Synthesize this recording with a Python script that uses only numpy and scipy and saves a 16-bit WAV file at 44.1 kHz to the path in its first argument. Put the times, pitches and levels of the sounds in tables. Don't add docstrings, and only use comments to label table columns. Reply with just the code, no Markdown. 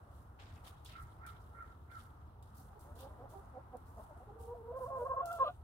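import sys
import numpy as np
from scipy import signal
from scipy.io import wavfile
from scipy.ndimage import uniform_filter1d

SR = 44100
rng = np.random.default_rng(int(sys.argv[2]) if len(sys.argv) > 2 else 0)


def to_wav(sig):
    pcm = np.clip(np.atleast_2d(sig), -1, 1) * 32767
    pcm = np.round(pcm).astype(np.int16)
    wavfile.write(sys.argv[1], SR, pcm.T)


def magnitude_from_level(level_db):
    exponent = np.asarray(level_db, float) / 20
    return 10 ** exponent


N = 248283

# t/s, level/dB
ROAD_DB = [(0, -1.5), (1.6, .6), (2.4, -2.5), (3.1, 1.5), (4.1, -.6), (5.0, 1.5), (5.63, -1.5)]
# start t/s, swell/s, level/dB, 20 dB fall/s
BUMPS = [
    (.14, .03, -54, .15),
    (1.01, .025, -51, .1),
    (2.9, .03, -49, .08),
]
# f/Hz, density/dB per Hz
RUMBLE = [(21, -39), (35, -8.5), (84, 1.5), (110, -7.5), (135, -15.5), (209, -19.5), (260, -21),
          (340, -49.5), (570, -120)]
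# f/Hz, density/dB per Hz
HUM = [(120, -20), (200, -8), (283, -2.5), (334, -4.5), (473, -4), (590, -5.5), (749, -2.5), (1000, 5.5),
       (1910, -31), (7410, -38), (9580, -33), (16000, -30.5)]
# start t/s, swell/s, dull level/dB, bright level/dB, 20 dB fall/s
RUSTLE = [(.1, .07, -86, -76, .17), (.386, .012, -68, -82, .2), (.47, .1, -92, -79, .3),
          (.636, .045, -66, -64, .05), (.845, .02, -62.5, -67, .14), (.97, .05, -88, -75, .25),
          (1.262, .008, -69, -68, .1), (1.39, .025, -92, -81, .4), (1.6, .08, -86, -85, .2),
          (1.9, .1, -75, -70, .12), (2.428, .005, -85, -80, .3), (2.54, .046, -86, -67, .14),
          (2.796, .012, -84, -69, .16), (2.947, .065, -69, -65, .08), (3.285, .02, -84, -70, .22),
          (3.77, .01, -92, -83, .15), (3.85, .04, -90, -76, .3), (3.95, .08, -88, -73, .1),
          (4.15, .03, -92, -83, .15), (4.385, .03, -82, -70, .15), (4.755, .08, -86, -70.5, .18),
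          (4.93, .07, -90, -74, .25), (5.25, .02, -82, -60, .09), (5.305, .03, -75, -64, .13)]
# t/s, peak level/dB, dull part/dB, bright part/dB
SNAPS = [(0.557, -69, -12, -14), (0.848, -58, -31, -7), (1.0237, -65, -36, -5.5), (1.264, -52, -21, -12.5),
         (1.994, -62, -17, -13), (2.4259, -60.5, -19, -12), (2.794, -64, -23, -9), (3.0066, -51, -20, -15),
         (3.7688, -62, -36, -10), (5.257, -45, -43, -9.5), (5.3275, -48, -30, -8)]
# f/Hz, density/dB per Hz
DULL = [(1470, -58), (2500, -59), (2720, 0), (3880, 9), (4730, -3.5), (7000, -9), (9100, -37),
        (15400, -120)]
# f/Hz, density/dB per Hz
BRIGHT = [(2650, -44), (4500, -6), (8070, -4.5), (10100, 2), (11700, -20.5), (14500, 6), (16000, -10)]
# start t/s, swell/s, level/dB, 20 dB fall/s
SCRAPES = [
    (.385, .015, -68, .2),
    (.553, .016, -73, .06),
    (.64, .036, -69.5, .08),
    (.875, .025, -71, .15),
]
# f/Hz, density/dB per Hz
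BODY = [(350, -46), (600, -6.5), (802, -6), (899, -13), (1060, -9), (3000, -11), (3900, -48), (6600, -120)]
# t/s, level/dB
THUD = [(2.5, -72), (2.63, -58.5), (2.7, -72)]
# start t/s, length/s, strongest partial level/dB, upper rasp level/dB
CAWS = [
    (0.926, 0.11, -61.5, -70),
    (1.201, 0.12, -60, -68.5),
    (1.529, .13, -58.5, -69.5),
    (1.877, .13, -60, -70.5),
]
# share of length/1, f/Hz, level/dB
CAW_ARCH = [(0, 1290, -15), (.3, 1410, -1), (.6, 1375, -1), (.85, 1300, -4), (1, 1260, -9)]
# start t/s, length/s, f/Hz, level/dB, 2nd partial over 1st/dB
MURMUR = [
    (2.592, .03, 385, -70, 6),
    (2.715, .035, 388, -72, 10),
    (2.745, .045, 422, -63, -1.5),
    (3.33, .085, 395, -57.5, 2.5),
    (4.28, .035, 402, -55, -1.5),
    (4.37, .17, 390, -70, 10),
    (4.9, .07, 412, -68, 11),
]
# start t/s, length/s, first f/Hz, last f/Hz, level/dB
CLUCKS = [(2.84, .09, 268, 295, -67), (2.935, .05, 225, 240, -65), (3.0, .085, 248, 295, -58),
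          (3.09, .07, 295, 320, -66), (3.18, .09, 230, 295, -60.5), (3.32, .03, 325, 330, -57),
          (3.535, .06, 255, 270, -55.5), (3.725, .045, 248, 250, -54), (3.965, .06, 222, 213, -55),
          (4.085, .05, 330, 290, -61), (4.155, .03, 225, 225, -62), (4.19, .05, 235, 255, -62)]
# f/Hz, level/dB
CLUCK_THROAT = [(220, -11), (430, -9), (510, 0), (660, 1.5), (800, -1.5), (1000, -4)]
# start t/s, length/s, first f/Hz, last f/Hz, level/dB
CHEST = [(4.275, .04, 425, 418, -54), (4.318, .025, 430, 444, -57), (4.348, .03, 455, 460, -56),
         (4.395, .025, 474, 465, -54), (4.425, .045, 455, 455, -56), (4.472, .071, 455, 498, -47.5),
         (4.548, .082, 490, 445, -54), (4.635, .04, 455, 462, -51), (4.677, .047, 475, 497, -47),
         (4.738, .05, 515, 530, -43), (4.803, .048, 525, 505, -43), (4.853, .023, 530, 535, -46),
         (4.9, .087, 545, 520, -45), (4.987, .056, 488, 482, -42.5), (5.045, .03, 520, 535, -43),
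         (5.094, .032, 538, 525, -41.5), (5.127, .016, 530, 540, -45), (5.163, .028, 545, 535, -44.5),
         (5.192, .026, 540, 540, -42.5), (5.397, .042, 545, 535, -40), (5.455, .033, 600, 590, -43),
         (5.462, .022, 525, 520, -49)]
# t/s, 2nd partial over 1st/dB
CHEST_BEAK = [(4.4, -11), (4.8, -7), (4.87, 0), (5.02, -1.5), (5.045, -9), (5.065, 5), (5.2, 8.5),
              (5.41, 11), (5.47, 5)]
# start t/s,
# length/s, first f/Hz, last f/Hz, level/dB
HEAD = [(4.54, .025, 680, 675, -53), (4.72, .025, 660, 662, -47), (4.782, .022, 678, 675, -49),
        (4.875, .04, 678, 688, -46), (4.96, .04, 690, 660, -51), (5.01, .035, 590, 575, -46),
        (5.068, .03, 715, 650, -52), (5.138, .028, 665, 672, -46), (5.213, .102, 692, 680, -45),
        (5.308, .087, 692, 670, -45.5), (5.44, .02, 680, 640, -39), (5.482, .03, 715, 730, -45)]
# t/s, 2nd partial over 1st/dB
HEAD_BEAK = [(4.5, -35), (4.89, -22), (5.05, -28), (5.2, -14), (5.31, 1.5), (5.39, -8), (5.5, -10)]
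# f/Hz, level/dB
OVERTONES = [(700, -8), (1100, -9), (1300, -24), (1440, -20), (1600, -25), (2100, -58), (2400, -45),
             (2700, -43), (3100, -48), (3500, -44), (4200, -70)]
# t/s, level/dB
MOAN_BREATH = [(2.65, -85), (2.8, -70.5), (3.05, -64), (3.3, -64.5), (3.45, -69.5)]
# t/s, level/dB
SQUAWK_BREATH = [(5.385, -72.5), (5.481, -58.5), (5.54, -89)]
# f/Hz, correlation/1
LIKENESS = [(60, 1), (180, 0.9), (550, 0.88), (1650, -0.54), (4970, -0.21), (15000, 0.05)]
# delay t/s, left level/dB, right level/dB
ECHOES = [
    (.0031, -16.5, -8.5),
    (.0083, -8.5, -32.5),
    (.017, -10, -11.5),
]

RUMBLE_DB, HUM_DB, RUMBLE_FOLLOWS = -54.7, -62.3, .4
LEAD_S = .00028
LEAVES_DULL_DB, LEAVES_BRIGHT_DB = -95, -95
JUMP_DB, SWELL_DB_PER_S, ONSET_S = -5, 60, .009
SETTLE_DB, SETTLE_S = -16, .45
HOARSE_DB, HOARSE_SMEAR_S, CLUCK_HOARSE = -19, .05, 2.4
CLUCK_SHAPE = .015, .015, -12, 1.5
GULP_SHAPE = .012, .01, -5.5, 1.2
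FLIP_SHAPE = .008, .008, -8, -1.5


def rms_one(x):
    return x / np.sqrt(np.mean(x ** 2) + 1e-20)


def in_time(rows, t):
    s, *columns = np.transpose(rows)
    return [np.interp(t, s, c) for c in columns]


def at_hz(points, hz):
    table_hz, value = np.transpose(points)
    return np.interp(np.log(hz), np.log(table_hz), value)


def drift(rate_hz, size=N):
    r = np.exp(-40 * np.pi * rate_hz / SR)
    white = rng.standard_normal(size // 20 + 2002)
    slow = signal.lfilter([1], [1, -2 * r, r * r], white)[2000:]
    return np.interp(np.arange(size) / 20, np.arange(len(slow)), rms_one(slow))


def late(x, s):
    return np.interp(np.arange(N) - s * SR, np.arange(N), x, left=0)


def bandpass(x, low_hz, high_hz, order):
    return signal.sosfilt(signal.butter(order, [low_hz, high_hz], "band", fs=SR, output="sos"), x)


def banded_noise(spectrum, patchy_db, patch_hz):
    out = 0
    together = drift(patch_hz / 4)
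    edges_hz = 22 * 2 ** np.arange(0, 9.6, .5)
    white = rng.standard_normal((2, 2, N))
    for k, (low_hz, high_hz) in enumerate(zip(edges_hz, edges_hz[1:])):
        hz = np.sqrt(low_hz * high_hz)
        if spectrum[0][0] < hz * 1.2 and hz < spectrum[-1][0] * 1.2:
            mid, side = bandpass(white[k % 2], low_hz, high_hz, 2)
            alike = np.clip(at_hz(LIKENESS, hz), 0, 1)
            flicker_db = patchy_db * (0.2 * together + drift(patch_hz))
            stereo = np.sqrt(1 + alike) * mid + np.sqrt(1 - alike) * side * [[1], [-1]]
            out = out + magnitude_from_level(at_hz(spectrum, hz) + flicker_db) * stereo
    return rms_one(out)


def burst(s, swell_s, db, fall_s):
    t = np.arange(N) / SR - s
    rise_db = (JUMP_DB - SWELL_DB_PER_S * swell_s) * np.clip(1 - t / swell_s, 0, 1)
    after = np.maximum(t - swell_s, 0)
    decay = magnitude_from_level(-40 * after / fall_s) + magnitude_from_level(2 * SETTLE_DB - 40 * after / SETTLE_S)
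    return np.clip(t / ONSET_S, 0, 1) ** 2 * magnitude_from_level(2 * (db + rise_db)) * decay


def breath(rows, low_hz, high_hz):
    air = bandpass(rng.standard_normal(N), low_hz, high_hz, 4)
    level_db = np.interp(np.arange(N) / SR, *np.transpose(rows), left=-120, right=-120)
    return magnitude_from_level(level_db) * rms_one(air * magnitude_from_level(2 * drift(60)))


def glides(rows, attack_s, release_s, edge_db, swell_db, colour):
    out = []
    for s, length, first_hz, last_hz, db in rows:
        t = np.array([0, min(attack_s, length / 2.5), max(length - release_s, length / 1.7), length])
        hz = first_hz + (last_hz - first_hz) * t / length
        level_db = db + np.array([edge_db, -swell_db, swell_db, edge_db])
        partials_db = [level_db + share_db for share_db in colour(s + t, hz)]
        out.append(np.transpose([s + t, hz, *partials_db]))
    return out


def voice(notes, partials, edge_s, jitter, shimmer_db, wobble_hz, higher=(), lift_db=0):
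    out = np.zeros(N)
    for rows in notes:
        start, end = rows[0][0] - edge_s, rows[-1][0] + edge_s
        at = np.arange(round(start * SR), round(end * SR))
        t = at / SR
        hz, *levels_db = in_time(rows, t)
        levels_db += [levels_db[-1] + lift_db + at_hz(OVERTONES, k * hz) for k in higher]
        unsteady_hz = hz * (1 + jitter * drift(wobble_hz, size=len(t)))
        phase = 2 * np.pi * np.cumsum(unsteady_hz) / SR
        to_edge_s = np.minimum(t - start, end - t)
        fade = np.sin(np.pi / 2 * np.clip(to_edge_s / (2 * edge_s), 0, 1)) ** 2
        for k, level_db in zip([*partials, *higher], levels_db):
            flutter_db = shimmer_db * drift(wobble_hz, size=len(t))
            out[at] += np.sqrt(2) * fade * magnitude_from_level(level_db + flutter_db) * np.sin(k * phase + k)
    return out


def placed(x, pan_db, lead_s, wet_db):
    out = np.array([x, late(x, lead_s)]) * magnitude_from_level([[pan_db / 2], [-pan_db / 2]])
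    dull = signal.lfilter([.3], [1, -.7], x)
    for s, left_db, right_db in ECHOES:
        out[0] += magnitude_from_level(left_db + wet_db) * late(dull, s)
        out[1] += magnitude_from_level(right_db + wet_db) * late(dull, 1.3 * s)
    return out


def traffic():
    road_db, = in_time(ROAD_DB, np.arange(N) / SR)
    power = magnitude_from_level(2 * (RUMBLE_DB + RUMBLE_FOLLOWS * road_db)) + sum(burst(*row) for row in BUMPS)
    rumble = np.sqrt(power) * banded_noise(RUMBLE, patchy_db=.3, patch_hz=2.3)
    wash = magnitude_from_level(HUM_DB + road_db) * banded_noise(HUM, patchy_db=1.6, patch_hz=2.5)
    left, right = rumble + wash
    return np.array([left, late(right, LEAD_S)])


def rustle():
    t = np.arange(N) / SR
    dull, bright = magnitude_from_level(2 * LEAVES_DULL_DB), magnitude_from_level(2 * LEAVES_BRIGHT_DB)
    for s, swell_s, dull_db, bright_db, fall_s in RUSTLE:
        dull = dull + burst(s, swell_s, dull_db, fall_s)
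        bright = bright + burst(s, swell_s, bright_db, fall_s)
    for s, peak_db, dull_db, bright_db in SNAPS:
        power = (t >= s) * magnitude_from_level(2 * (peak_db + 6 - 60 * np.maximum(t - s, 0) / .035))
        dull = dull + power * magnitude_from_level(2 * dull_db)
        bright = bright + power * magnitude_from_level(2 * bright_db)
    grain = magnitude_from_level(1.9 * drift(180))
    dull_noise = magnitude_from_level(4.5) * np.sqrt(dull) * banded_noise(DULL, patchy_db=-3.0, patch_hz=41)
    bright_noise = magnitude_from_level(1.8) * np.sqrt(bright) * banded_noise(BRIGHT, patchy_db=1.5, patch_hz=12)
    return grain * (dull_noise + bright_noise)


def scrapes():
    level = np.sqrt(sum(burst(*row) for row in SCRAPES))
    drag = magnitude_from_level(8) * level * banded_noise(BODY, patchy_db=-3.0, patch_hz=25)
    return drag + breath(THUD, low_hz=120, high_hz=260)


def crow():
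    share, arch_hz, swell_db = np.transpose(CAW_ARCH)
    tones, rasps = [], []
    for s, length, tone_db, rasp_db in CAWS:
        t = s + share * length
        tones.append(np.transpose([t, arch_hz, swell_db + tone_db]))
        rasps.append(np.transpose([t, arch_hz, *[swell_db / 2 + rasp_db - 10] * 4]))
    tone = voice(tones, [1], edge_s=.012, jitter=.04, shimmer_db=3, wobble_hz=90)
    rasp = voice(rasps, [1.15, 1.3, 1.44, 1.57], edge_s=.03, jitter=.07, shimmer_db=4, wobble_hz=120)
    pulse_hz = 62 * (1 + .2 * drift(25))
    pulses = 1 + .7 * np.sin(2 * np.pi * np.cumsum(pulse_hz) / SR)
    far_wall = magnitude_from_level(-13) * late(tone * pulses, .1) + magnitude_from_level(-8) * late(rasp, .08)
    return (tone + rasp) * pulses + far_wall


def other_hen():
    coos = []
    for s, length, hz, db, over_db in MURMUR:
        coos += glides([(s, length, hz, hz, db)], *CLUCK_SHAPE, lambda t, hz: [0, over_db])
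    return voice(coos, [1, 2], edge_s=.008, jitter=.01, shimmer_db=2, wobble_hz=30, higher=[3])


def near_hen():
    calls = glides(CLUCKS, *CLUCK_SHAPE, lambda t, hz: [at_hz(CLUCK_THROAT, k * hz) for k in (1, 2, 3)])
    gulps = glides(CHEST, *GULP_SHAPE, lambda t, hz: [0, *in_time(CHEST_BEAK, t)])
    flips = glides(HEAD, *FLIP_SHAPE, lambda t, hz: [0, *in_time(HEAD_BEAK, t)])
    clucks = voice(calls, [1, 2, 3], edge_s=.006, jitter=.035, shimmer_db=3.5, wobble_hz=60,
                   higher=[4, 5], lift_db=-4)
    chest = voice(gulps, [1, 2], edge_s=.006, jitter=.013, shimmer_db=1.6, wobble_hz=45,
                  higher=range(3, 8))
    head = voice(flips, [1, 2], edge_s=.004, jitter=.011, shimmer_db=2, wobble_hz=45,
                 higher=range(3, 6), lift_db=17)
    moan_air = breath(MOAN_BREATH, low_hz=300, high_hz=1350)
    squawk_air = breath(SQUAWK_BREATH, low_hz=2450, high_hz=4000)
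    power = (chest + head + CLUCK_HOARSE * clucks) ** 2
    effort = np.sqrt(np.abs(uniform_filter1d(power, round(HOARSE_SMEAR_S * SR))))
    hoarse = effort * breath([(0, HOARSE_DB), (N / SR, HOARSE_DB)], low_hz=400, high_hz=1300)
    return chest + head + clucks + moan_air + squawk_air + hoarse


def scene():
    ground = traffic() + rustle() + scrapes()
    far_crow = placed(crow(), pan_db=-10.5, lead_s=.00027, wet_db=10.5)
    other = placed(other_hen(), pan_db=-5, lead_s=-.00023, wet_db=-2.0)
    near = placed(near_hen(), pan_db=-1.1, lead_s=.00013, wet_db=-1.5)
    return ground + far_crow + other + near


def band_limit(x):
    return signal.sosfilt(signal.butter(12, 16500, fs=SR, output="sos"), x)


def record(dry):
    no_bass = signal.sosfilt(signal.butter(2, 42, "high", fs=SR, output="sos"), dry)
    mix = signal.sosfilt(signal.ellip(12, .3, 60, 15800, fs=SR, output="sos"), no_bass)
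    return band_limit(mix)


dry = scene()
out = record(dry)
to_wav(out)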